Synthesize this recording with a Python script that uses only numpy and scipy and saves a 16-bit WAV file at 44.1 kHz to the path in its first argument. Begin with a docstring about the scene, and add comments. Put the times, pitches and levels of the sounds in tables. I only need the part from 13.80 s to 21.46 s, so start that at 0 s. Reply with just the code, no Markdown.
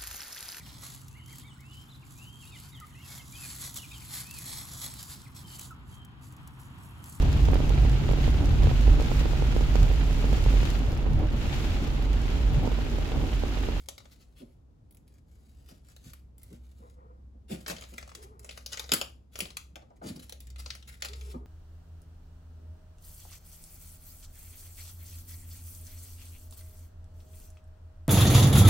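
"""A kestrel tugs at raw meat in a plastic tub, close by, over an outdoor rumble and a far motor.
Wet fibres crackle, beak and sinew snap, strips rip and the tub thuds; tub and room ring briefly.
From 3 seconds on, something far off whines faintly now and then.
From about 3.5 seconds busier tearing, snaps and thuds follow, probably from a second bird nearby.
The sharpest snaps come just after 5 seconds, and the motor is loudest near the end."""
import sys
import numpy as np
from scipy import signal
from scipy.fft import rfft, irfft
from scipy.io import wavfile
from scipy.ndimage import uniform_filter1d

SR = 44100
rng = np.random.default_rng(int(sys.argv[2]) if len(sys.argv) > 2 else 0)


def pcm_store(signal):
    """Save signal as 16-bit PCM."""
    levels = np.round(np.clip(np.atleast_2d(signal), -1, 1) * 32767)
    wavfile.write(sys.argv[1], SR, levels.astype(np.int16).T)


N = 337806


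def undb(db):
    """Turn decibels into a number to multiply by."""
    return 10 ** (np.asarray(db) / 20)


def unit(x):
    """Scale a sound so that its average power is 1."""
    return x / np.sqrt(np.mean(x ** 2))


def unit_energy(x):
    """Scale a sound so that its total energy is 1."""
    return x / np.sqrt(np.sum(x ** 2))


def add(track, start_s, sound):
    """Mix a sound into a track at the given time."""
    start = max(int(start_s * SR), 0)
    track[start:start + len(sound)] += sound[:N - start]


def ring(x, hz, width_hz):
    """Make a sound ring at one pitch; a narrower width rings longer."""
    hz = min(hz, SR * .45)
    return signal.lfilter(*signal.iirpeak(hz, hz / min(width_hz, SR / 4), fs=SR), x)


def keep(x, hz, side, order=2):
    """Keep the "low" or the "high" side of a frequency."""
    return signal.sosfilt(signal.butter(order, min(hz, SR / 2 - 1), side, fs=SR, output="sos"), x)


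def colour(x, points, size=4096):
    """Shape a sound's bass and treble along a line of (Hz, dB) points."""
    hz, db = np.transpose(points)
    grid_hz = np.maximum(np.fft.rfftfreq(size, 1 / SR), 1)
    gains = undb(np.interp(np.log(grid_hz), np.log(hz), db))
    # this fold makes the filter ring after a click, never before it
    cepstrum = irfft(np.log(gains))
    cepstrum[1:size // 2] *= 2
    cepstrum[size // 2 + 1:] = 0
    response = unit_energy(irfft(np.exp(rfft(cepstrum))))
    return signal.fftconvolve(x, response)[:len(x)]


def wander(per_s):
    """A smooth random wobble, about 1 in size, with per_s new values a second."""
    step = int(SR / per_s)
    held = np.repeat(rng.standard_normal(N // step + 1), step)
    return unit(uniform_filter1d(uniform_filter1d(held, step), step)[:N])


def fade(t, fade_s):
    """Die away, falling 60 dB in fade_s seconds."""
    return np.exp(-np.log(1000) * t / fade_s)


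def swell(t, length, fade_s, rise_s=0.032):
    """Rise, hold until the length is over, then die away."""
    return np.clip(t / rise_s, 0, 1) * fade(np.maximum(t - length, 0), fade_s)


# The tone of the outdoor rumble. Each row: frequency in Hz, relative level in dB.
RUMBLE_COLOUR = [(20, -26), (35, -5.5), (55, 1.5), (80, -2), (120, -8.5), (170, -14), (240, -15),
                 (360, -23.5), (500, -27.5), (700, -31), (1200, -40.5), (2200, -49.5), (6500, -54),
                 (16000, -64.5)]


def rumble():
    """Outdoor air rumbles, alike in both ears in the bass and wide above it."""
    middle, side = (unit(colour(rng.standard_normal(N), RUMBLE_COLOUR)) for _ in range(2))
    side = keep(side, 450, "high", order=1)
    return undb(-56.5 + 0.53 * wander(18)) * np.array([middle + side, middle - side])


# How the motor grows and fades. Each row: time in seconds, relative level in dB.
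MOTOR_LEVELS = [(0.0, -49.5), (0.28, -75), (0.3, -74.5), (2.47, -52), (5.93, -51), (6.34, -65), (6.63, -43),
                (7.17, -49.5), (7.32, -40), (7.66, -41.5)]


def motor(hz=64.5):
    """A far motor drones, low and unsteady, with a weak tone an octave higher."""
    db = np.interp(np.arange(N) / SR, *np.transpose(MOTOR_LEVELS))
    phase = 2 * np.pi * np.cumsum(hz * (1 + 0.018 * wander(7.3))) / SR
    drone = np.sin(phase) + undb(-22.5) * np.sin(2 * phase)
    return np.sqrt(2) * undb(db - 1.5 + 1.8 * wander(10)) * drone


def fibres(count, per_s, spread_db):
    """Fibres break with tiny clicks at random moments, mostly small, a few large."""
    breaks = rng.random(count) < per_s / SR
    sizes = undb(spread_db * np.minimum(rng.exponential(size=count), 4))
    clicks = breaks * sizes * rng.choice([-1, 1], count)
    return unit(clicks + 1e-3 * rng.standard_normal(count))


# The tone of wet tearing, shared by snaps and rips. 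Each row: frequency in Hz, relative level in dB.
WET_COLOUR = [(200, -17.5), (400, -7.5), (560, 2), (950, -10.5), (1300, -3), (1700, -4), (2600, -4),
              (4100, -4), (5600, -4), (7200, -1), (9000, 1), (12000, -2.5), (16000, -9)]
# Tugs at the meat. Each row: start in seconds, length in seconds,
# relative starting level in dB, growth in dB per second.
MEAT_TUGS = [(-.05, 0.066, -50.5, 0), (0.17, 0.56, -72.5, -6.5), (1.26, 0.12, -73.5, -10),
             (1.45, 0.52, -74.5, 11.5), (2.027, 0.36, -71, -2), (2.57, 0.19, -67.5, 1),
             (2.794, .31, -74, 10), (3.705, .11, -58, -8), (3.88, 0.35, -52, -35), (4.26, 0.21, -69.5, 4),
             (4.612, 0.21, -57, -33), (4.87, 0.37, -54.5, -10.5), (5.505, 0.14, -65.5, 112),
             (6.276, 0.26, -60.5, -30), (6.596, 0.029, -59, 0), (6.78, 0.22, -56, -41),
             (7.035, 0.13, -74.5, 70), (7.287, .22, -61, 16)]


def crackle():
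    """Stretched meat crackles as each tug tightens or slackens: a fine rustle with a few wet ticks."""
    t, pull = np.arange(N) / SR, 0
    for start, length, db, growth in MEAT_TUGS:
        strain = undb(db + growth * np.clip(t - start, 0, length))
        pull = pull + strain * swell(t - start, length, fade_s=.2)
    rustle = fibres(N, per_s=2800, spread_db=5)
    ticks = fibres(N, per_s=90, spread_db=4)
    flicker = undb(-2.5 + 1.3 * wander(39))
    return pull * flicker * colour(rustle + 0.91 * ticks, WET_COLOUR)


# Snaps of beak and sinew. Each row: start in seconds, relative level in dB, ringing pitch in Hz,
# relative treble in dB, relative body in dB. Small dry breaks are all treble; thick wet ones have body.
SINEW_SNAPS = [(0.0867, -25, 5150, -7, -12.5), (0.1799, -39.5, 4260, -11.5, -13),
               (0.2036, -51, 3900, -19, -4), (0.2555, -48.5, 3850, -35, -5.5), (1.109, -52.5, 7300, 2, -34),
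               (1.123, -54, 7600, 6, -31), (1.1467, -52, 8000, 3, -30), (1.17, -53, 5670, -3, -33),
               (1.2782, -55.5, 4240, 2, -26), (1.34, -61, 5760, -5, -22), (1.8882, -48.5, 2820, 1.5, -4),
               (2.164, -46.5, 3900, -7, -11), (2.334, -39.5, 6700, -3, -16.5), (2.581, -47, 6660, 5.5, -40),
               (2.6318, -43, 7250, 7, -38), (3.8624, -33, 2130, -23, -11), (3.8802, -28.5, 3600, -3, -4.5),
               (3.8984, -28, 3820, -23, -2), (3.9095, -31.5, 5730, -29, -8),
               (3.9653, -39.5, 2500, -25, -17), (3.9834, -40, 4080, -21, -4), (4.0107, -40.5, 4300, -7, -7),
               (4.022, -40, 2300, -25, -8), (4.038, -41, 4200, -33, -7.5), (4.1389, -42.5, 5600, -10, -7),
               (4.1808, -32, 2126, -13, -11.5), (4.2268, -40, 2450, -33, -5),
               (4.2764, -44.5, 4800, -10, -2), (4.292, -47, 4700, -16, -13), (4.3163, -44.5, 2340, -30, -1),
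               (4.35, -35, 5800, -10, -18), (4.594, -44.5, 5272, -1, -24), (4.6456, -40.5, 5540, -9, -11),
               (4.6916, -35.5, 2940, -20, -12.5), (4.7096, -39.5, 3800, -12, -22.5),
               (4.7751, -36.5, 2840, -9.5, -10), (4.8618, -30, 4896, -10, -22),
               (4.9317, -30.5, 4590, -32, -26), (4.941, -35.5, 4570, -15, -11),
               (4.9731, -31.5, 2710, -17.5, -15.5), (4.9952, -26.5, 4030, -7, -12),
               (5.0419, -40.5, 4677, -28.5, -7), (5.0921, -35, 3470, -19.5, -8.5),
               (5.1186, -13, 3910, -8, -16.5), (5.1361, -10.5, 6930, -2.5, -18.5),
               (5.2132, -22.5, 2800, -10.5, -10.5), (5.556, -34.5, 3800, -10.5, -9.5),
               (5.589, -27.5, 5510, 1.5, -7.5), (5.6046, -21.5, 2850, -4, -14.5),
               (5.6546, -38.5, 2970, -17, -8), (5.7039, -42.5, 3680, -16, -16),
               (5.7691, -27, 6380, -10, -24), (5.957, -39, 2670, -12.5, -10),
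               (6.0214, -55.5, 2000, -20.5, -2), (6.103, -64.5, 1500, -25, -2),
               (6.4952, -37, 6360, -5.5, -19), (6.5236, -35.5, 3980, -4.5, -6.5),
               (6.604, -41, 3935, 0, -29), (6.6702, -46.5, 6660, -11, -44), (6.7023, -46, 3900, -8, -44),
               (6.76, -45.5, 2294, -18, -16), (6.8608, -34.5, 3932, -25, -11.5),
               (6.904, -30, 4350, -18, -48), (6.9509, -39, 4530, -7.5, -13), (7.0254, -48, 2720, -19, -29),
               (7.222, -26, 4020, -12, -15.5), (7.2473, -28.5, 2380, -5, -10),
               (7.2559, -34, 3870, -8.5, -12), (7.285, -38, 3890, -8, -32), (7.3336, -39, 3905, -19, -18),
               (7.411, -43, 2570, -10, -31)]


def snaps(size=2048):
    """A sharp break and a flurry of smaller ones ring a wet pocket in the meat and nudge the tub."""
    out, t = np.zeros(N), np.arange(size) / SR
    for start, db, ring_hz, treble_db, body_db in SINEW_SNAPS:
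        flurry = unit_energy(fibres(size, per_s=6000, spread_db=6) * fade(t, fade_s=0.005))
        crack = colour(signal.unit_impulse(size) + 0.71 * flurry, WET_COLOUR)
        pocket = undb(-1.5) * unit_energy(ring(crack, ring_hz, ring_hz * .33))
        middle = unit_energy(keep(keep(crack, 2100, "high"), 7340, "low", order=4))
        treble = undb(treble_db + 10.5) * unit_energy(keep(crack, 10000, "high", order=4))
        body = undb(body_db + 10) * unit_energy(keep(crack, 1100, "low", order=4))
        add(out, start, undb(db + 19) * unit_energy(middle + pocket + treble + body))
    return out


# Longer rips. Each row: start in seconds, length in seconds, relative level in dB, ringing pitch in Hz.
MEAT_RIPS = [(0.298, 0.051, -59, 5500), (0.384, 0.065, -63.5, 5630), (0.544, 0.1, -61, 3100),
             (1.865, 0.069, -58, 5200), (2.08, 0.059, -62.5, 6200), (2.214, 0.12, -56, 6006),
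             (3.675, 0.1, -46, 2520), (3.86, 0.076, -38.5, 2330), (4.411, 0.043, -51.5, 10950),
             (4.914, 0.022, -39, 4960), (5.13, 0.035, -51, 2800), (5.595, 0.05, -46, 4420),
             (6.155, 0.024, -69, 2000), (6.214, 0.057, -54.5, 1700), (6.245, 0.073, -45.5, 4300),
             (6.356, 0.014, -49, 4680), (6.391, 0.012, -48.5, 4200), (6.414, 0.038, -51, 11000),
             (6.776, 0.04, -47, 4240), (7.065, 0.046, -48.5, 1880), (7.098, 0.067, -56, 1970),
             (7.197, 0.018, -58, 1540), (7.485, 0.052, -55.5, 4000)]


def rips(pocket_db=-12):
    """A strip gives way: a quick run of breaks swells and dies, ringing the pocket it opens."""
    out = np.zeros(N)
    for start, length, db, hz in MEAT_RIPS:
        count = int(length * SR)
        breaks = colour(fibres(count, per_s=2600, spread_db=3.5), WET_COLOUR)
        pocket = unit(ring(breaks, hz, hz / 2 ** 1.5))
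        rip = unit(unit(breaks) + undb(pocket_db) * pocket)
        add(out, start, undb(db) * rip * signal.windows.tukey(count, .8))
    return out


# The notes of the tub's floor and walls. Each row: pitch in Hz, width in Hz, relative level in dB.
TUB_NOTES = [(98, 22, -1), (145, 25, -4.5), (193, 51, -2), (241, 24, -2), (328, 84, -4.5), (528, 27, -5.5),
             (592.6, 150, -3.5), (785, 160, -11), (1250, 280, -13.5), (1720, 300, -28)]
# Thuds and hollow knocks. Each row: start in seconds, length of the push in seconds,
# relative level in dB, favoured pitch in Hz.
TUB_THUDS = [(0.598, 0.046, -49, 263), (1.894, 0.045, -55, 261), (2.235, 0.058, -48, 105),
             (2.702, 0.043, -48.5, 239), (2.985, 0.027, -58, 252), (3.54, .03, -58.5, 246),
             (3.69, 0.066, -33.5, 185), (3.7, 0.04, -42, 367), (3.884, 0.074, -43, 157),
             (3.896, 0.025, -45.5, 566), (4.121, 0.01, -52.5, 257), (5.113, 0.023, -33.5, 300),
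             (5.214, 0.013, -51.5, 470), (5.61, 0.021, -46.5, 300), (5.956, 0.013, -54, 750),
             (6.016, 0.0161, -62, 742), (6.103, 0.013, -60.5, 808), (6.213, 0.0084, -48.5, 886),
             (6.22, 0.05, -42, 340), (6.247, 0.032, -39, 203), (6.292, 0.0207, -38.5, 202),
             (6.343, 0.051, -45, 205.7), (7.54, 0.012, -51, 750), (7.539, 0.014, -41, 254)]


def thuds(size=12000):
    """Scuffing pushes ring the tub; the place of each push favours some of its notes."""
    out = np.zeros(N)
    for start, length, db, hz in TUB_THUDS:
        count = min(int(length * SR), size)
        pressure = np.pad(signal.windows.cosine(count) ** 0.92, (0, size - count))
        thud = 0
        for note_hz, width_hz, note_db in TUB_NOTES:
            favour = 1 / np.hypot(1, 2 * (note_hz / hz - hz / note_hz))
            push = ring(pressure * rng.standard_normal(size), note_hz, note_hz * 0.44)
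            note = unit_energy(ring(push, note_hz, width_hz))
            thud = thud + favour * undb(note_db) * note
        add(out, start, undb(db + 33) * unit_energy(thud))
    return out


# Swells of the far whine. Each row: start in seconds, length in seconds, starting pitch in Hz,
# relative level in dB, level of the rush next to the tone in dB.
WHINE_SWELLS = [(3.0, 0.062, 507, -61, 0.5), (3.161, 0.15, 507, -62.5, -2), (4.34, .12, 429.5, -56.5, -5.5),
                (4.498, 0.18, 423, -64.5, -3), (7.275, 0.57, 432, -57.5, -7)]
# The whine's overtones: relative levels in dB at two and three times its pitch.
OVERTONES_DB = [-8, -22]


def whine(sink_hz_per_s=44.5):
    """A faint, rough, wavering tone in a soft rush; each swell sinks a little in pitch."""
    out = np.zeros(N)
    waver = 1 + .04 * wander(60)
    flutter = undb(0.96 * wander(30))
    rough = .7 * (wander(140) + 1j * wander(140))  # shakes both loudness and phase
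    rush = unit(keep(keep(rng.standard_normal(N), 450, "high"), 1100, "low", order=4))
    for start, length, hz, db, rush_db in WHINE_SWELLS:
        t = np.arange(N) / SR - start
        pitch_hz = (hz - sink_hz_per_s * np.clip(t, 0, length)) * waver
        phase = 2 * np.pi * np.cumsum(pitch_hz) / SR
        tone = np.imag((0.83 + rough) * np.exp(1j * phase))
        for multiple, overtone_db in enumerate(OVERTONES_DB, 2):
            tone += undb(overtone_db) * np.imag(rough * np.exp(1j * multiple * phase))
        out += undb(db) * swell(t, length, fade_s=.35) * (tone + undb(rush_db) * rush)
    return flutter * out


def echoes(decay, apart):
    """Dense echoes, left and right: alike in the bass and the top, partly different in between."""
    shared, left, right = rng.standard_normal((3, len(decay)))
    sides = [keep(keep(side, 520, "high"), 4600, "low") for side in (left, right)]
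    return np.array([unit_energy((shared + apart * side) * decay) for side in sides])


def tub_and_room(x, walls_fade_s, room_db, room_fade_s, direct_db, size=16384):
    """A sound arrives directly, then bounces off the tub's walls and dies away in the room."""
    t = np.arange(size) / SR
    out = undb(direct_db) * np.array([x, x])
    # the echoes keep changing at random, so no fixed ringing builds up
    for start in range(0, N, size // 2):
        piece = x[start:start + size] * signal.windows.cosine(size)[:N - start]
        walls = echoes(fade(t, walls_fade_s), apart=1.46)
        room = echoes(fade(t, room_fade_s), apart=1.96)
        room = undb(room_db) * keep(room, 13000, "low", order=1)  # the room swallows the top
        for channel, echo in zip(out, signal.fftconvolve(piece[None], walls + room, axes=1)):
            add(channel, start / SR, echo)
    return out / np.sqrt(1 + undb(direct_db) ** 2 + undb(room_db) ** 2)


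def scene():
    """Close tearing and thuds with their echoes, over the distant background."""
    tearing = snaps() + rips() + crackle()
    meat = tub_and_room(tearing, walls_fade_s=.04, room_db=-5.5, room_fade_s=.27, direct_db=-9.5)
    tub = tub_and_room(thuds(), walls_fade_s=.11, room_db=0, room_fade_s=.35, direct_db=4)
    return meat + tub + motor() + whine() + rumble()


# Timing at the microphone's two openings. Each row: frequency in Hz, the left one's lead in radians.
LEFT_LEAD = [(150, 0), (400, -.6), (550, 2.2), (1100, 3.3), (1700, 3), (2050, .3), (3200, 1.1), (4000, .1),
             (7300, -.1), (8700, -3), (9500, -3.4), (10600, -6), (11400, -6.4), (12800, -9.3),
             (13900, -9.8), (14700, -12.5)]
# The left opening faces the beak. Each row: frequency in Hz, how much louder the left is in dB.
LEFT_BOOST = [(400, 0), (1000, 3), (1280, 5.5), (1700, 0.5), (3000, 3.5), (3900, 5), (5000, 6), (5800, 2),
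              (8000, 0)]


def record(dry, bottom_hz=28, top_hz=16200):
    """Each opening hears each pitch with its own timing and level; the deepest bass and top are cut."""
    hz = np.fft.rfftfreq(N, 1 / SR)
    lead = np.interp(hz, *np.transpose(LEFT_LEAD))
    boost_db = np.interp(hz, *np.transpose(LEFT_BOOST))
    openings = np.array([undb(boost_db / 2) * np.exp(1j * lead), undb(-boost_db / 2)])
    heard = keep(irfft(rfft(dry) * openings, N), bottom_hz, "high")
    return signal.sosfilt(signal.ellip(8, .2, 70, top_hz, fs=SR, output="sos"), heard)


dry = scene()
out = record(dry)
pcm_store(out)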